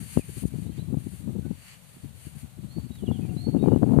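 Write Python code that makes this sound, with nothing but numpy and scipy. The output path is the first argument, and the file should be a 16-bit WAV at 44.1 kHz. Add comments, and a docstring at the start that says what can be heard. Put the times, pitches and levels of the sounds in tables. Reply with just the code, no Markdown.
"""Wind in a ripe wheat field. At first turbulent eddies buffet the left microphone port, while ears hiss
and stalks brush past each other close by and small birds whistle further off to the right. After 1.5 s
the eddies die away and the wheat rustles on. From 2 s they return; faint low calls carry from the
distance and the whistles come more often. At 3.5 s the wind swells to a strong, thumping gust."""
import sys
import numpy as np
from scipy import signal
from scipy.fft import rfft, irfft
from scipy.io import wavfile
from scipy.ndimage import uniform_filter1d, map_coordinates

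SR = 44100
rng = np.random.default_rng(int(sys.argv[2]) if len(sys.argv) > 2 else 0)


def master(y):
    """Save y as 16-bit WAV."""
    cut = np.clip(np.atleast_2d(y).T, -1, 1)
    pcm = np.round(cut * 32767)  # scale
    wavfile.write(sys.argv[1], SR, pcm.astype(np.int16))


N = 176400
TIME = np.arange(N) / SR

# Steady push of the wind on the left port: t/s, level/dB before trim
LEFT_BREEZE = [(0, -36), (0.1, -43), (0.25, -44.5), (0.5, -37), (0.62, -32.5), (0.8, -35.5), (.95, -32),
               (1.15, -39), (1.35, -31), (1.53, -36), (1.65, -55.5), (1.95, -56), (2.06, -41.5),
               (2.5, -48.5), (2.8, -36.5), (2.95, -42.5), (3.12, -27.5), (3.43, -33), (3.5, -26.5),
               (3.6, -24), (3.7, -17.5), (3.8, -19.5), (4, -19)]
# Single eddies striking the left port: centre t/s, duration/s, level/dB before trim
LEFT_BUFFETS = [(0.022, 0.0369, -30), (0.177, 0.0206, -18.5), (0.295, 0.01904, -28.5),
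                (0.375, 0.02044, -26.5), (0.439, 0.02596, -21.5), (0.552, 0.02703, -22.5),
                (0.589, 0.0262, -25.5), (0.625, 0.0143, -26.5), (0.666, 0.02664, -27.0),
                (0.697, 0.02394, -26), (0.789, 0.02268, -24), (0.825, 0.0172, -26.0), (0.886, 0.0209, -25),
                (0.909, 0.0194, -23.5), (0.939, 0.02693, -20.0), (0.976, 0.0167, -22),
                (1.071, 0.018, -25.5), (1.136, 0.031, -30.0), (1.201, 0.01725, -31),
                (1.288, 0.04485, -23.5), (1.36, 0.02166, -21.5), (1.39, 0.01494, -21.0),
                (1.465, 0.028, -24), (1.512, 0.018, -23), (2.051, 0.0308, -29.5), (2.269, 0.0274, -32.0),
                (2.366, 0.03057, -32.5), (2.444, 0.0228, -29.0), (2.591, 0.0306, -31.0),
                (2.647, 0.03637, -28.5), (2.782, 0.04, -24.5), (2.848, 0.05125, -30.0),
                (2.908, 0.0229, -29), (3.034, 0.0227, -22.5), (3.085, 0.01615, -20.5),
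                (3.112, 0.02553, -17), (3.193, 0.01958, -21.5), (3.238, 0.0585, -23.5),
                (3.302, 0.0526, -24.5), (3.37, 0.01353, -22), (3.42, 0.0285, -27.5), (3.486, 0.036, -18),
                (3.562, 0.045, -16), (3.641, 0.0269, -15), (3.679, 0.02868, -11), (3.728, 0.035, -12),
                (3.77, .018, -16), (3.829, 0.028, -12.5), (3.878, 0.02665, -16.5), (3.928, 0.055, -13.5)]
# Push of the wind on the sheltered right port: t/s, level/dB
RIGHT_BREEZE = [(0, -58.5), (.12, -61), (.17, -36), (.22, -54.5), (.34, -47.5), (.46, -67), (1.9, -68),
                (1.97, -46), (2.03, -65.5), (2.92, -68), (3.0, -44.5), (3.1, -61.5), (3.55, -63),
                (3.78, -54), (4, -60)]
def wind(trim_db=-.5, flutter_db=3, flutter_hz=36.32, rumble_cut_hz=54.64):
    """Wind noise: turbulent pressure acts directly on the ports, far more on the exposed left one."""
    flutter = flutter_db * drift(flutter_hz).clip(-2, 1)
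    push = from_db(in_time(LEFT_BREEZE) + trim_db + flutter)
    for centre, length, db in LEFT_BUFFETS:
        bell = .5 ** ((2 * (TIME - centre) / length) ** 2)
        push = np.maximum(push, from_db(db + trim_db) * bell)
    flow = port_turbulence(push, reference_db=-22)
    left = flow + rim_crackle(flow) + thumps()
    right = port_turbulence(from_db(in_time(RIGHT_BREEZE)), reference_db=-46)
    return butterworth([left, right], 3, rumble_cut_hz, "high")


# Spectrum of the turbulence when the push is at the reference level: f/Hz, relative level/dB
EDDY_SPECTRUM = [(20, -53.5), (50, -16), (90, 4), (140, 4.5), (220, 4), (310, -3.5), (430, -11.5),
                 (600, -31.5), (900, -43), (1400, -48), (2500, -78.5), (6000, -120)]
def port_turbulence(push, reference_db, db_per_octave=28, churn_db=1.5, churn_hz=122.4):
    """Convection of eddies: a harder push carries them past the port faster, so louder and higher."""
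    push = push * rms_one(from_db(churn_db * drift(churn_hz)))  # quick lumps inside the flow
    speed = 2 ** ((20 * np.log10(push) - reference_db) / db_per_octave)
    eddies = noise(EDDY_SPECTRUM, size=2 * N)[0]
    flow = map_coordinates(eddies, [np.cumsum(speed)], order=3, mode="wrap")
    flow = butterworth(flow, 2, hz=59.4, kind="high")
    span = int(.01607 * SR)
    local_power = uniform_filter1d(uniform_filter1d(flow ** 2, span), span)
    return push * flow / np.sqrt(local_power + 1e-20)  # the push alone sets the level


# The sharpest eddies on the left port: t/s, relative peak level/dB, half-width/s
TIGHT_EDDIES = [(.1738, -3.5, .001), (.194, -16, .0013), (.4545, -12, .0017), (.972, -18.5, .0018),
                (1.509, -19, .002), (3.038, -21, .0014), (3.089, -16, .0012), (3.549, -10, .0011),
                (3.628, -12, .0011), (3.661, -14, .0008), (3.675, -11, .0011), (3.720, -8, .001),
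                (3.737, -7, .0011), (3.762, -7.5, .0012), (3.823, -13, .001), (3.841, -12, .001),
                (3.939, -13, .0009), (3.974, -5, .0017), (3.988, -3, .0009)]
def thumps(gain_db=2.5):
    """Bipolar pressure pulse: each small, tight eddy moves the diaphragm once each way."""
    pressure = np.zeros(N)
    for centre, db, half_width in TIGHT_EDDIES:
        u = (TIME - centre) / half_width
        swing = u / (1 + u ** 2) ** 2
        pressure += from_db(db + gain_db) * swing / swing.max()
    return butterworth(pressure, 1, hz=61, kind="high")


def rim_crackle(flow, level_db=-44):
    """Flow separation: a gust tearing off the port's rim crackles with the square of the pressure."""
    bursts = rng.standard_normal(N) * flow ** 2
    return from_db(level_db) * rms_one(butterworth(bursts, 3, hz=[370, 860], kind="band"))


# Spectra of the whole field, of bristly ears sliding and of dry stalks and leaves brushing,
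# each: f/Hz, left density level/dB, right density level/dB
FIELD_SPECTRUM = [(40, -111, -130.5), (129.5, -66, -120), (340, -96, -102), (517.5, -90, -93),
                  (667, -94.5, -92), (1020, -97, -97), (1925, -99, -99), (2800, -99.5, -97.5),
                  (4575, -100, -99), (4880, -109, -108), (6010, -104, -104), (7660, -99, -100),
                  (9660, -93.5, -101), (11010, -99.5, -105), (14000, -99, -107)]
EAR_SPECTRUM = [(1000, -106, -106), (2800, -102, -95), (4500, -95.5, -96), (5620, -104, -106),
                (6300, -95, -92.5), (8154, -87, -96), (9213, -77.5, -93), (10185, -82.5, -103.5),
                (14000, -92.5, -102)]
STALK_SPECTRUM = [(400, -104, -104), (1000, -90, -103.5), (1890, -85.5, -86.5), (2958, -84, -85),
                  (3670, -99, -101), (4666, -84, -83), (4830, -101, -100), (6470, -91.5, -99),
                  (8000, -88, -100.5), (14000, -102, -108)]
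# Nearby plants swaying together: peak t/s, rise/s, fall/s, ear gain/dB, stalk gain/dB
PLANT_SWISHES = [(.02, 0.15, 0.167, -0.5, -4.5), (0.131, 0.032, 0.0606, 2.5, -0.5),
                 (.33, 0.0676, 0.051, -2, -6), (.412, 0.053, 0.0201, 3.5, -3.5),
                 (0.477, 0.0164, 0.0095, 1, -24.5), (.61, 0.11, 0.065, -10, -11),
                 (0.773, 0.0291, 0.031, -15, -7.5), (1.17, 0.1564, 0.0516, -6, -11.5),
                 (1.649, 0.1, 0.073, -12, -6.5), (1.71, 0.028, 0.039, -22, -1),
                 (1.95, 0.1273, 0.101, -13, -12.5), (2.267, 0.085, 0.042, -5.5, -8),
                 (2.4, 0.035, 0.027, -5, -8), (2.956, 0.00274, 0.00485, -8, -4),
                 (3.38, 0.25, 0.0917, -12.5, -11.5), (3.712, 0.138, 0.031, -14, -11.5),
                 (3.909, 0.0957, 0.0632, -13.5, -12.5)]
def wheat(grain_db=.14, grain_hz=500, sway_db=.88, sway_hz=24):
    """Friction noise: swishes of ears and stalks add in power over the even rustle of the field."""
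    ear_power, stalk_power = 0, 0
    for peak, rise, fall, ear_db, stalk_db in PLANT_SWISHES:
        swell = np.exp(-((TIME - peak) / np.where(TIME < peak, rise, fall)) ** 2)
        ear_power += swell * from_db(ear_db) ** 2
        stalk_power += swell * from_db(stalk_db) ** 2
    field = noise(FIELD_SPECTRUM)
    ears = np.sqrt(ear_power) * noise(EAR_SPECTRUM)
    stalks = np.sqrt(stalk_power) * noise(STALK_SPECTRUM)
    flicker = rms_one(from_db(grain_db * drift(grain_hz) + sway_db * drift(sway_hz)))
    return (field + ears + stalks) * flicker


# Whistles of small birds and low calls from far away,
# each: start t/s, duration/s, start f/Hz, end f/Hz, bend, right level/dB, left minus right level/dB
BIRD_WHISTLES = [(.155, 0.087, 2980, 2050, -1, -57, -3.5), (.51, .09, 2200, 2445, 3, -69, -4.5),
                 (.655, .075, 3500, 4350, 1, -63.5, -11.5), (.69, .07, 3100, 3220, 2, -67.5, -3.5),
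                 (.773, .058, 3380, 4130, 2.2, -56, -11), (1.42, .07, 1470, 1510, 1, -67, -2),
                 (2.675, .2, 3800, 4500, 5.5, -59, -8), (2.91, .07, 3780, 3860, 6, -59, -5.5),
                 (2.968, .034, 3900, 3100, -.5, -61, -8), (2.992, .085, 3180, 2880, 1.5, -62.5, -9),
                 (3.055, .025, 3750, 3230, 3, -53, -10), (3.07, .038, 2900, 2860, 1, -50, -6),
                 (3.11, .085, 3560, 2960, 1.5, -56, -9.5), (3.21, .085, 2650, 2300, .6, -64, -3.5),
                 (3.29, .03, 2730, 2780, 1, -61, -6), (3.362, .16, 3850, 4400, 4, -48, -12.5),
                 (3.56, .05, 2830, 2620, 1.5, -65, -9.5), (3.585, .075, 3500, 3790, 9, -57.5, -8.5),
                 (3.62, 0.0539, 2500, 2360, 1.5, -66, 0), (3.645, .13, 3500, 2880, 7, -63, -8)]
DISTANT_CALLS = [(2.3, .34, 762, 742, .1, -73, 0), (2.56, .24, 574, 580, .1, -72, -2),
                 (3.01, .09, 690, 760, 2, -67, 0), (3.03, .57, 760, 662, -1.6, -64.5, 0)]
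def birds():
    """Interaural level difference: the whistles lie to the right, the far calls near the centre."""
    return field_echo(glides(BIRD_WHISTLES) + glides(DISTANT_CALLS))


def glides(rows, rising_waver=.003, falling_waver=.02, attack_share=.1387, release_share=.2853):
    """Frequency modulation: a random waver leaves rising notes nearly pure and makes falling ones burry."""
    sound = np.zeros((2, N))
    waver = drift(rate_hz=150)
    flicker = from_db(2.5 * drift(rate_hz=55))
    for start, length, first_hz, last_hz, bend, db, left_db in rows:
        on = (TIME >= start) & (TIME < start + length)
        u = (TIME[on] - start) / length
        glide = np.expm1(-bend * u) / np.expm1(-bend)  # positive bend glides early, negative late
        depth = falling_waver if last_hz < first_hz else rising_waver
        hz = (first_hz + (last_hz - first_hz) * glide) * (1 + depth * waver[on])
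        envelope = np.clip(np.minimum(u / attack_share, (1 - u) / release_share), 0, 1)
        tone = np.sqrt(2) * envelope * np.sin(2 * np.pi * np.cumsum(hz) / SR)
        sound[:, on] += from_db([[db + left_db], [db]]) * tone
    return sound * flicker


def field_echo(direct, level_db=-6, t60_s=.6):
    """Diffuse scattering: the open field returns an exponentially dying echo, different on each side."""
    tail = rng.standard_normal((2, SR)) * from_db(-60 * TIME[:SR] / t60_s)
    tail /= np.sqrt(np.sum(tail ** 2, axis=1, keepdims=True))
    return direct + from_db(level_db) * signal.fftconvolve(direct, tail, axes=1)[:, :N]


def noise(spectrum, size=N):
    """Spectral shaping: one independent noise for each level column of a spectrum."""
    hz, *columns = np.transpose(spectrum)
    log_hz = np.log(np.maximum(np.fft.rfftfreq(size, 1 / SR), 1))
    gains = from_db([np.interp(log_hz, np.log(hz), levels) for levels in columns])
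    white = rng.standard_normal((len(columns), size))
    return irfft(rfft(white) * gains, size) * np.sqrt(SR / 2)


def drift(rate_hz):
    """Low-passed noise: a smooth random fluctuation of unit rms."""
    pole = np.exp(-2 * np.pi * rate_hz / SR)
    smooth = signal.lfilter([1], [1, -2 * pole, pole * pole], rng.standard_normal(N + SR))
    return rms_one(smooth[SR:])


def butterworth(x, order, hz, kind):
    """Filtering with a maximally flat passband."""
    return signal.sosfilt(signal.butter(order, hz, kind, fs=SR, output="sos"), x)


def in_time(rows):
    """Linear interpolation of a curve at every sample."""
    return np.interp(TIME, *np.transpose(rows))


def from_db(db):
    """Level to amplitude ratio."""
    return 10 ** (np.asarray(db) / 20)


def rms_one(x):
    """Normalisation to unit rms."""
    return x / np.sqrt(np.mean(x ** 2) + 1e-20)


def scene():
    """Superposition: the pressures of wind, wheat and birds add."""
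    return wind() + wheat() + birds()


def record(dry, ceiling=.9, fade_s=.004, cutoff_hz=14350):
    """Soft saturation rounds the strongest buffets; the ends fade and a low-pass cuts the top."""
    rounded = ceiling * np.tanh(dry / ceiling)
    fade = np.clip(np.minimum(TIME, TIME[::-1]) / fade_s, 0, 1)
    low_pass = signal.ellip(12, .1, 80, cutoff_hz, fs=SR, output="sos")
    return signal.sosfilt(low_pass, rounded * fade)


dry = scene()
out = record(dry)
master(out)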